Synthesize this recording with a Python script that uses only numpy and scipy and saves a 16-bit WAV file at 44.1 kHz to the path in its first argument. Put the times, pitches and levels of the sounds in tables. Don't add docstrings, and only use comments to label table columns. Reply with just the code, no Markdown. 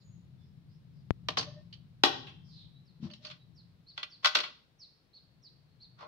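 import sys
import numpy as np
from scipy import signal
from scipy.io import wavfile
from scipy.ndimage import uniform_filter1d

SR = 44100
rng = np.random.default_rng(int(sys.argv[2]) if len(sys.argv) > 2 else 0)


def pcm_store(signal):
    levels = np.round(np.clip(np.atleast_2d(signal), -1, 1) * 32767)
    wavfile.write(sys.argv[1], SR, levels.astype(np.int16).T)


N = 267687
TIME = np.arange(N) / SR
EDGES = 22 * 2 ** np.arange(0, 9.7, 1 / 3)
CENTRES = np.sqrt(EDGES[1:] * EDGES[:-1])
BANK = [signal.butter(2, band, "band", fs=SR, output="sos") for band in zip(EDGES, EDGES[1:])]
# (frequency [Hz], left over right [dB])
MIC_BALANCE = [(40, 14), (130, 4.1), (300, 5.1), (700, 6.5), (1400, 6.5), (4400, 0.5), (9000, 0.5)]


def staple_gun(rise_s=0.0014, crack_db=-6, sharp_t60=0.019, clink_room_db=-12):
    direct, to_room, t = slides(), np.zeros((2, N)), TIME[:SR // 12]
    top_bands = np.clip((CENTRES - 5500) / 2500, 0, 1)
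    for s, db, (bass_db, middle_db, treble_db), pan_db, t60, room_db in contacts():
        hardness_db = min(db + 24, 0) - treble_db - 5.5
        colour = contact_colour(bass_db, middle_db, treble_db) + top_bands * hardness_db
        ring = rms_one(coloured_noise(colour, attack(t, rise_s) * decay(t, t60)))
        sharpness = min(sharp_t60 / t60, 1) ** 2
        burst = ring + from_db(crack_db) * sharpness * crack(colour, t)
        burst = from_db(db) * rms_one(burst * panned(pan_db)) * np.sqrt(.01 / t[-1])
        add(direct, s, burst)
        add(to_room, s, from_db(room_db) * burst)
    steel = clinks()
    return gun_body(direct) + steel, gun_body(to_room) + from_db(clink_room_db) * steel


def contacts(bounces=3, bounce_t60=.048, catch_ring_ratio=1.3):
    # (time [s], level [dB], bass [dB], middle [dB], treble [dB], pan left [dB], t60 [s], room [dB],
    # catch lead [s], catch [dB], bounce gap [s], first bounce [dB], loss per bounce [dB])
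    clacks = [(1.2853, -27, -7.5, 1, -5.5, -1.5, 0.0226, -12.5, 0.000735, -17, .0162, -13.5, 9.5),
              (1.3757, -30, -3.5, 3, 4, -1, .045, -10, .0057, 3.5, .0166, -3, 3.5),
              (2.0362, -15.5, -4, 2, -4.5, -0.5, 0.016, -2.5, .0014, -8, 0.0185, -24.5, 10),
              (4.2552, -17, -30, -1, -1.5, -1, .038, -10, .0102, -1, .0137, -6.5, 13.5),
              (4.3515, -17.5, -12.5, -4, -2.5, -1.5, 0.0447, -10.5, 0.003307, -6, 0.01668, -7.5, 1.46)]
    # (bass [dB], middle [dB], treble [dB])
    catch_colour = [-4, 2.5, -5.5]
    bounce_colour = [3.5, -1, -1]
    # (time [s], level [dB], middle [dB], treble [dB], t60 [s], pan left [dB], room [dB])
    ticks = [(1.727, -52, -17, -7, 0.098, -3, -9.5), (2.269, -48, -11, -18.5, .047, -1.5, 2),
             (3.028, -58, 12.5, 5.5, 0.089, -3, 1.5), (3.099, -54, -1.5, -10, 0.079, -4.5, -9.5),
             (3.135, -48.5, -16.5, -1, 0.0256, -3, -5.5), (3.248, -44, -2.5, -4.5, 0.047, -5.5, -2.5),
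             (3.298, -42.5, -8, -9, 0.186, -1, -19), (3.312, -44.5, -8, -3.5, 0.037, -1, -16.5),
             (3.977, -34.5, -7.5, -11.5, 0.0191, -3, -5), (4.029, -31, -11.5, -11, 0.047, -0.5, -13.5),
             (4.432, -31.5, -2, -9, 0.188, -2, -11.5), (5.987, -54, 15.5, -1, 0.122, -13.5, -7),
             (6.006, -47.5, 22, 0, 0.066, -8.5, 0), (6.025, -45, 26.5, -5, 0.069, -3, 0.5)]
    for s, db, *colour, pan_db, t60, room_db, lead_s, catch_db, gap_s, bounce_db, loss_db in clacks:
        colour = np.array(colour)
        yield s - lead_s, db + catch_db, colour + catch_colour, pan_db, catch_ring_ratio * t60, room_db
        yield s, db, colour, pan_db, t60, room_db
        for k in range(bounces):
            level_db = db + bounce_db - k * loss_db
            yield s + (k + 1) * gap_s, level_db, colour + bounce_colour, pan_db, bounce_t60, room_db
    for s, db, middle_db, treble_db, t60, pan_db, room_db in ticks:
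        yield s, db, (middle_db - 12, middle_db, treble_db), pan_db, t60, room_db


def contact_colour(bass_db, middle_db, treble_db):
    # (frequency [Hz], density [dB])
    spectrum = [(110, -24), (170, -15.5), (240, -0.5), (600, -2), (1200, -2.5), (1600, -3.5), (2200, -3.5),
                (3000, 1), (4600, 3.5), (5800, -8), (6600, -16), (7700, -29.5), (10000, -26.5),
                (15000, -26.5)]
    # (bass [Hz], middle [Hz], reference [Hz], treble [Hz])
    colour_hz = [330, 1000, 3000, 4800]
    tone_db = np.interp(np.log(CENTRES), np.log(colour_hz), [bass_db, middle_db, 0, treble_db])
    return at_hz(spectrum, CENTRES) + tone_db


def crack(band_db, t, left_lag_s=0.00014):
    pulse = signal.unit_impulse(SR // 100)
    wave = sum((-1) ** k * from_db(db) * signal.sosfilt(BANK[k], pulse)
               for k, db in enumerate(band_db) if CENTRES[k] > 400)
    return rms_one(np.array([np.interp(t - lag, t[:len(wave)], wave, right=0) for lag in (left_lag_s, 0)]))


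def gun_body(x, magazine_opens_s=3.2):
    # (frequency [Hz], width [Hz], level [dB])
    closed_modes = [(283, 46, -3.5), (335, 40, -2), (445, 18, 0.5), (619, 60, -3), (774, 17, 1),
                    (805, 8.3, -5), (1054, 110, -2.5), (1157, 20, 1), (1852, 120, -7.5), (2632, 79, -3.5),
                    (2832, 32, -1), (3107, 38, 1), (3366, 29, -2.5), (3893, 93, -6), (4423, 27, 3),
                    (5700, 82, -5.5)]
    # (frequency [Hz], width [Hz], level [dB])
    open_modes = [(452.1, 23, -9), (610.1, 31, 5), (777.3, 12, -4.5), (1089.7, 29, 0.5), (1189.4, 140, 1),
                  (1408, 37, 5.5), (1513, 15, 3), (1972, 57, 0.5), (2240, 64, -5.5), (2465.2, 35, 1),
                  (2700, 35, 0.5), (2870, 15, -8.5), (3370, 560, -7), (4221.4, 52, 1.5), (4471, 65, -2),
                  (5270, 40, -11.5)]
    closed = TIME < magazine_opens_s
    return (ring_modes(x * closed, closed_modes, direct_db=-2.5, modes_db=0)
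            + ring_modes(x * ~closed, open_modes, direct_db=-6.5, modes_db=-1))


def staple_shot(s=2.0366, rise_s=0.00083, lag_spread_s=0.00017):
    # (frequency [Hz], level [dB], t60 [s])
    modes = [(245, -22, 0.021), (293, -21, .04), (345, -21, .05), (455, -35.5, 0.11), (791.3, -35.5, 0.14),
             (1095, -53.5, 0.74), (1204, -23.5, 0.036), (2864, -45, .5), (3060, -46.5, .5),
             (3152.6, -44.5, 0.62), (3230, -47.5, 0.96), (3207, -48, 0.72), (3320, -46, .55),
             (3495, -48.5, .7), (4054, -47.5, .4), (4600, -47.5, .4)]
    out, t = np.zeros((2, N)), TIME[:SR]
    for hz, db, t60 in modes:
        lag_s = lag_spread_s * rng.uniform(-1.4, 1, (2, 1))
        ring = np.sin(2 * np.pi * hz * (t + lag_s)) * attack(t, rise_s) * decay(t, t60)
        add(out, s, from_db(db) * ring * panned(at_hz(MIC_BALANCE, hz)))
    return butter_cut(out, "high", hz=190, order=4)


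def clinks(rise_s=0.00025):
    # (time [s], level [dB], t60 [s], tilt [dB per octave])
    touches = [(1.3846, -19.5, 0.0414, 8.5), (1.727, -48.5, 0.0406, -27.5), (1.738, -48.5, 0.0463, -28),
               (3.112, -50.5, 0.097, -11), (3.25, -41, 0.064, -4), (3.267, -41.5, 0.063, -6.5)]
    # (frequency [Hz], level [dB])
    modes = [(2950, -14.5), (3120, -12.5), (4330, -4.5), (4480, 1), (4600, -3.5), (4950, -8), (5600, -16.5),
             (6200, -13)]
    out, t = np.zeros((2, N)), TIME[:SR // 5]
    hz, mode_db = np.transpose(modes)[:, :, None, None]
    for s, db, t60, tilt_db in touches:
        phase, weakening = rng.random((2, len(modes), 2, 1))
        strength = from_db(mode_db + tilt_db * np.log2(hz / hz.mean()) - 3.1 * weakening)
        ring = np.sum(strength * np.sin(2 * np.pi * (hz * t + phase)), axis=0)
        add(out, s, from_db(db) * ring * attack(t, rise_s) * decay(t, t60) * panned(db=-4))
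    return out


def slides():
    # (time [s], length [s], level [dB], middle [dB], treble [dB])
    strokes = [(3, 0.107, -61.5, 5.5, 3.5), (3.199, .14, -55.5, -9, 3), (3.953, 0.078, -55.5, -1.5, 1.5),
               (4.222, .036, -49.5, 5, -1), (5.961, 0.1257, -57, 17, -1.5)]
    # (frequency [Hz], gain [dB])
    softening = [(5000, 0.5), (8000, -20.5)]
    out = np.zeros((2, N))
    for s, length, db, middle_db, treble_db in strokes:
        colour = contact_colour(-1, middle_db, treble_db) + at_hz(softening, CENTRES)
        add(out, s, from_db(db) * rms_one(coloured_noise(colour, np.hanning(int(length * SR)))))
    return out


def seat_pats(press_s=0.00533):
    # (time [s], level [dB])
    pats = [(2.999, -45), (3.027, -30.5), (3.048, -31.5), (3.100, -51)]
    # (frequency [Hz], level [dB], t60 [s])
    modes = [(90.86, -9.5, 0.141), (152.6, -2.5, 0.099), (174.46, 3, 0.1027), (214.94, -0.5, 0.3),
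             (333.4, -19, 0.28)]
    out, t = np.zeros((2, N)), TIME[:SR // 2]
    thud = sum(from_db(db) * np.sin(2 * np.pi * hz * t) * decay(t, t60) for hz, db, t60 in modes)
    for s, db in pats:
        add(out, s, from_db(db) * thud * attack(t, press_s) * panned(db=5.5))
    return butter_cut(out, "high", hz=90)


def spring(width_hz=34, third_db=-14):
    # (time [s], length [s], pitch [Hz], level [dB])
    moves = [(1.405, 0.1535, 594.1, -57), (1.502, 0.1402, 609.3, -59.5), (3.05, .11, 591.9, -61.5),
             (3.187, 0.16, 610.3, -60.5)]
    out = np.zeros((2, N))
    for s, length, hz, db in moves:
        swell = np.hanning(int(length * SR))
        friction = rng.standard_normal(SR)
        partials = [resonance(resonance(friction, k * hz, width_hz), k * hz, width_hz) for k in (1, 3)]
        first, third = (rms_one(partial[-len(swell):]) for partial in partials)
        add(out, s, from_db(db) * swell * (first + from_db(third_db) * third) * panned(db=3))
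    return out


def microphone_pop(s=1.1071):
    step = from_db(-7) * (TIME >= s)
    swing = butter_cut(step, "high", hz=88, order=3)
    return butter_cut(swing, "low", hz=2600) * [[1], [0]]


def near_bird(fall_s=.076, arch_s=.066, fall_swell=1.444, arch_swell=1.144):
    fall_hz = [5950, 5474, 4640, 4267, 3617]
    arch_hz = [3996, 4266.4, 4500, 4143, 3500]
    # (time [s], level [dB], pitch [ratio])
    falls = [(2.843, -70.5, 0.972), (3.545, -62.5, 0.985), (4.089, -56, 1.0), (4.783, -52.5, 0.9943),
             (5.417, -57, 1)]
    arches = [(3.861, -55.5, 1.005), (5.127, -56.5, 1.0), (5.796, -55.5, 1.0)]
    out = np.zeros((2, N))
    for calls, length, path_hz, swell in ((falls, fall_s, fall_hz, fall_swell),
                                          (arches, arch_s, arch_hz, arch_swell)):
        for s, db, ratio in calls:
            add(out, s, from_db(db) * chirp(length, ratio * np.array(path_hz), blur=.3, swell=swell))
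    return out


def far_birds(twitters=12, twitter_hz=(3670, 5380), twitter_db=-81, glide_share=.12):
    # (time [s], length [s], start [Hz], end [Hz], level [dB], blur [0-1])
    calls = [(0.0, 0.044, 4840, 4126, -70, 1), (0.0, .21, 6900, 6630, -76, 0.01),
             (.37, 0.09, 3544, 3472, -79.5, .2), (.669, .12, 4496, 5500, -78.5, .7),
             (2.429, 0.184, 5350, 4310, -66.5, 1), (2.491, .2, 4427, 3567, -59.5, 0.96),
             (2.72, 0.1005, 3760, 4090, -69, .3), (3.38, 0.0744, 3820, 3993, -71, 0.26)]
    out = np.zeros((2, N))
    for s, length, start_hz, end_hz, db, blur in calls:
        add(out, s, from_db(db) * chirp(length, (start_hz, end_hz), blur))
    for k, (when, pitch, glide) in enumerate(rng.random((twitters, 3))):
        start_hz = np.interp(pitch, (0, 1), twitter_hz)
        end_hz = start_hz * (1 + glide_share * (2 * glide - 1))
        twitter = chirp(length_s=.14, path_hz=(start_hz, end_hz), blur=.8)
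        add(out, (k + when) / twitters * N / SR, from_db(twitter_db) * twitter)
    return out


def chirp(length_s, path_hz, blur, swell=1, waver=.024, blur_hz=380):
    progress = np.linspace(0, 1, int(length_s * SR))
    hz = np.interp(progress, np.linspace(0, 1, len(path_hz)), path_hz)
    sweep = min(np.ptp(hz) / 1000, 1)
    wobble = rms_one(uniform_filter1d(rng.standard_normal(len(hz)), size=50))
    phase = 2 * np.pi * np.cumsum(hz * (1 + waver * sweep * wobble)) / SR
    scatter = rms_one(butter_cut(rng.standard_normal((2, 2, len(hz))), "low", blur_hz))
    blurred = scatter[0] * np.sin(phase) + scatter[1] * np.cos(phase)
    whistle = np.sqrt(2 * (1 - blur ** 2)) * np.sin(phase) + blur * blurred
    return whistle * np.abs(np.sin(np.pi * progress ** swell)) ** 1.1


def porch(x, build_s=0.0072, early_db=7, early_s=0.019):
    # (frequency [Hz], t60 [s])
    tail_t60 = [(200, 0.66), (600, .47), (1500, .43), (3200, .43), (5500, 0.48), (8000, 0.2), (15000, 0.32)]
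    t = TIME[:SR]
    shape = (1 - np.exp(-(t / build_s) ** 2)) * (1 + from_db(early_db) * np.exp(-t / early_s))
    response = sum(band_noise(k, shape * decay(t, at_hz(tail_t60, hz)))
                   for k, hz in enumerate(CENTRES) if hz > 100)
    return signal.fftconvolve(x, response, axes=1)[:, :N]


def yard(x, t60=0.5, wash_db=-7.5, echo_s=.09, echo_db=-21):
    scatter = rng.standard_normal((2, SR)) * decay(TIME[:SR], t60)
    scatter /= np.linalg.norm(scatter, axis=1, keepdims=True)
    wash = signal.fftconvolve(x, scatter, axes=1)[:, :N]
    echo = np.array([np.interp(TIME - echo_s, TIME, side, left=0) for side in x])
    return x + from_db(echo_db) * echo + from_db(wash_db) * wash


def outdoors(rumble_gain_db=3.5, hiss_db=-72.5, draught_db=-78.5):
    # (time [s], level [dB])
    swells = [(0.0, -65.5), (0.1, -57), (0.29, -56.5), (0.73, -59), (1.42, -52.5), (1.77, -58.5),
              (2.38, -56), (3.25, -64.5), (3.55, -60.5), (3.84, -65), (4.01, -72.5), (5.04, -78),
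              (5.36, -69.5), (6.07, -66.5)]
    # (frequency [Hz], density [dB])
    rumble_spectrum = [(25, -21.5), (50, -16), (80, -7), (110, -2), (145, 6.5), (190, -12), (250, -21.5),
                       (400, -28)]
    hiss_spectrum = [(200, 9), (400, 3), (800, -3), (1600, -6), (3000, -8.5), (4200, -5.5), (5300, -14.5),
                     (6500, -21.5), (9000, -22.5), (15000, -21.5)]
    draught_spectrum = [(25, -3.5), (80, 1), (110, -2)]
    steady = np.ones(N)
    rumble_db = np.interp(TIME, *np.transpose(swells)) + rumble_gain_db
    rumble = rms_one(coloured_noise(at_hz(rumble_spectrum, CENTRES[CENTRES < 350]), steady))
    hiss = rms_one(coloured_noise(np.where(CENTRES > 150, at_hz(hiss_spectrum, CENTRES), -np.inf), steady))
    draught = rms_one(coloured_noise(at_hz(draught_spectrum, CENTRES[CENTRES < 110]), steady))
    return from_db(rumble_db) * rumble + from_db(hiss_db) * hiss + from_db(draught_db) * draught


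def band_noise(k, envelope):
    # (frequency [Hz], correlation [-1..1])
    likeness = [(40, .5), (130, 0.75), (300, 0.61), (640, 0.5), (1400, -0.0929), (3000, 0), (15000, -0.28)]
    pair = signal.sosfilt(BANK[k], rng.standard_normal((2, len(envelope))) * envelope + 1e-18)
    mid, side = pair / np.linalg.norm(pair, axis=1, keepdims=True)
    alike = at_hz(likeness, CENTRES[k])
    stereo = np.sqrt(1 + alike) * mid + np.sqrt(1 - alike) * side * [[1], [-1]]
    return np.sqrt((EDGES[k + 1] - EDGES[k]) / SR) * stereo


def coloured_noise(band_db, envelope, floor_db=-48):
    heard = np.flatnonzero(band_db > band_db.max() + floor_db)
    return sum(from_db(band_db[k]) * panned(at_hz(MIC_BALANCE, CENTRES[k])) * band_noise(k, envelope)
               for k in heard)


def ring_modes(x, modes, direct_db, modes_db):
    ringing = sum(from_db(modes_db + db) * resonance(x, hz, width) for hz, width, db in modes)
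    return from_db(direct_db) * x + ringing


def resonance(x, hz, width_hz):
    r = np.exp(-np.pi * width_hz / SR)
    feedback = [1, -2 * r * np.cos(2 * np.pi * hz / SR), r * r]
    return signal.lfilter(np.array([1, 0, -1]) * (1 - r * r) / 2, feedback, x + 1e-18)


def butter_cut(x, passes, hz, order=2):
    return signal.sosfilt(signal.butter(order, hz, passes, fs=SR, output="sos"), x + 1e-18)


def attack(t, rise_s):
    return 1 - np.exp(-t / rise_s)


def decay(t, t60):
    return np.exp(-np.log(1000) * t / t60)


def from_db(db):
    return 10 ** (np.asarray(db) / 20)


def rms_one(x):
    return x / np.sqrt(np.mean(x ** 2) + 1e-20)


def at_hz(points, hz):
    known_hz, values = np.transpose(points)
    return np.interp(np.log(hz), np.log(known_hz), values)


def panned(db):
    return rms_one(from_db(np.array([[db], [-db]]) / 2))


def add(track, s, sound):
    start = max(round(s * SR), 0)
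    track[:, start:start + sound.shape[-1]] += sound[..., :max(N - start, 0)]


def scene(shot_room_db=-5.5, handling_room_db=-13, bird_room_db=-5):
    gun, gun_to_room = staple_gun()
    shot = staple_shot()
    handling = seat_pats() + spring()
    song = yard(near_bird() + far_birds()) * panned(db=-2)
    echoes = porch(gun_to_room + from_db(shot_room_db) * shot
                   + from_db(handling_room_db) * handling + from_db(bird_room_db) * song)
    return gun + shot + handling + song + echoes + outdoors()


def record(dry, cutoff_hz=15700):
    clipped = np.clip(dry + microphone_pop(), -1, 1)
    return signal.sosfilt(signal.ellip(10, .1, 70, cutoff_hz, fs=SR, output="sos"), clipped)


dry = scene()
out = record(dry)
pcm_store(out)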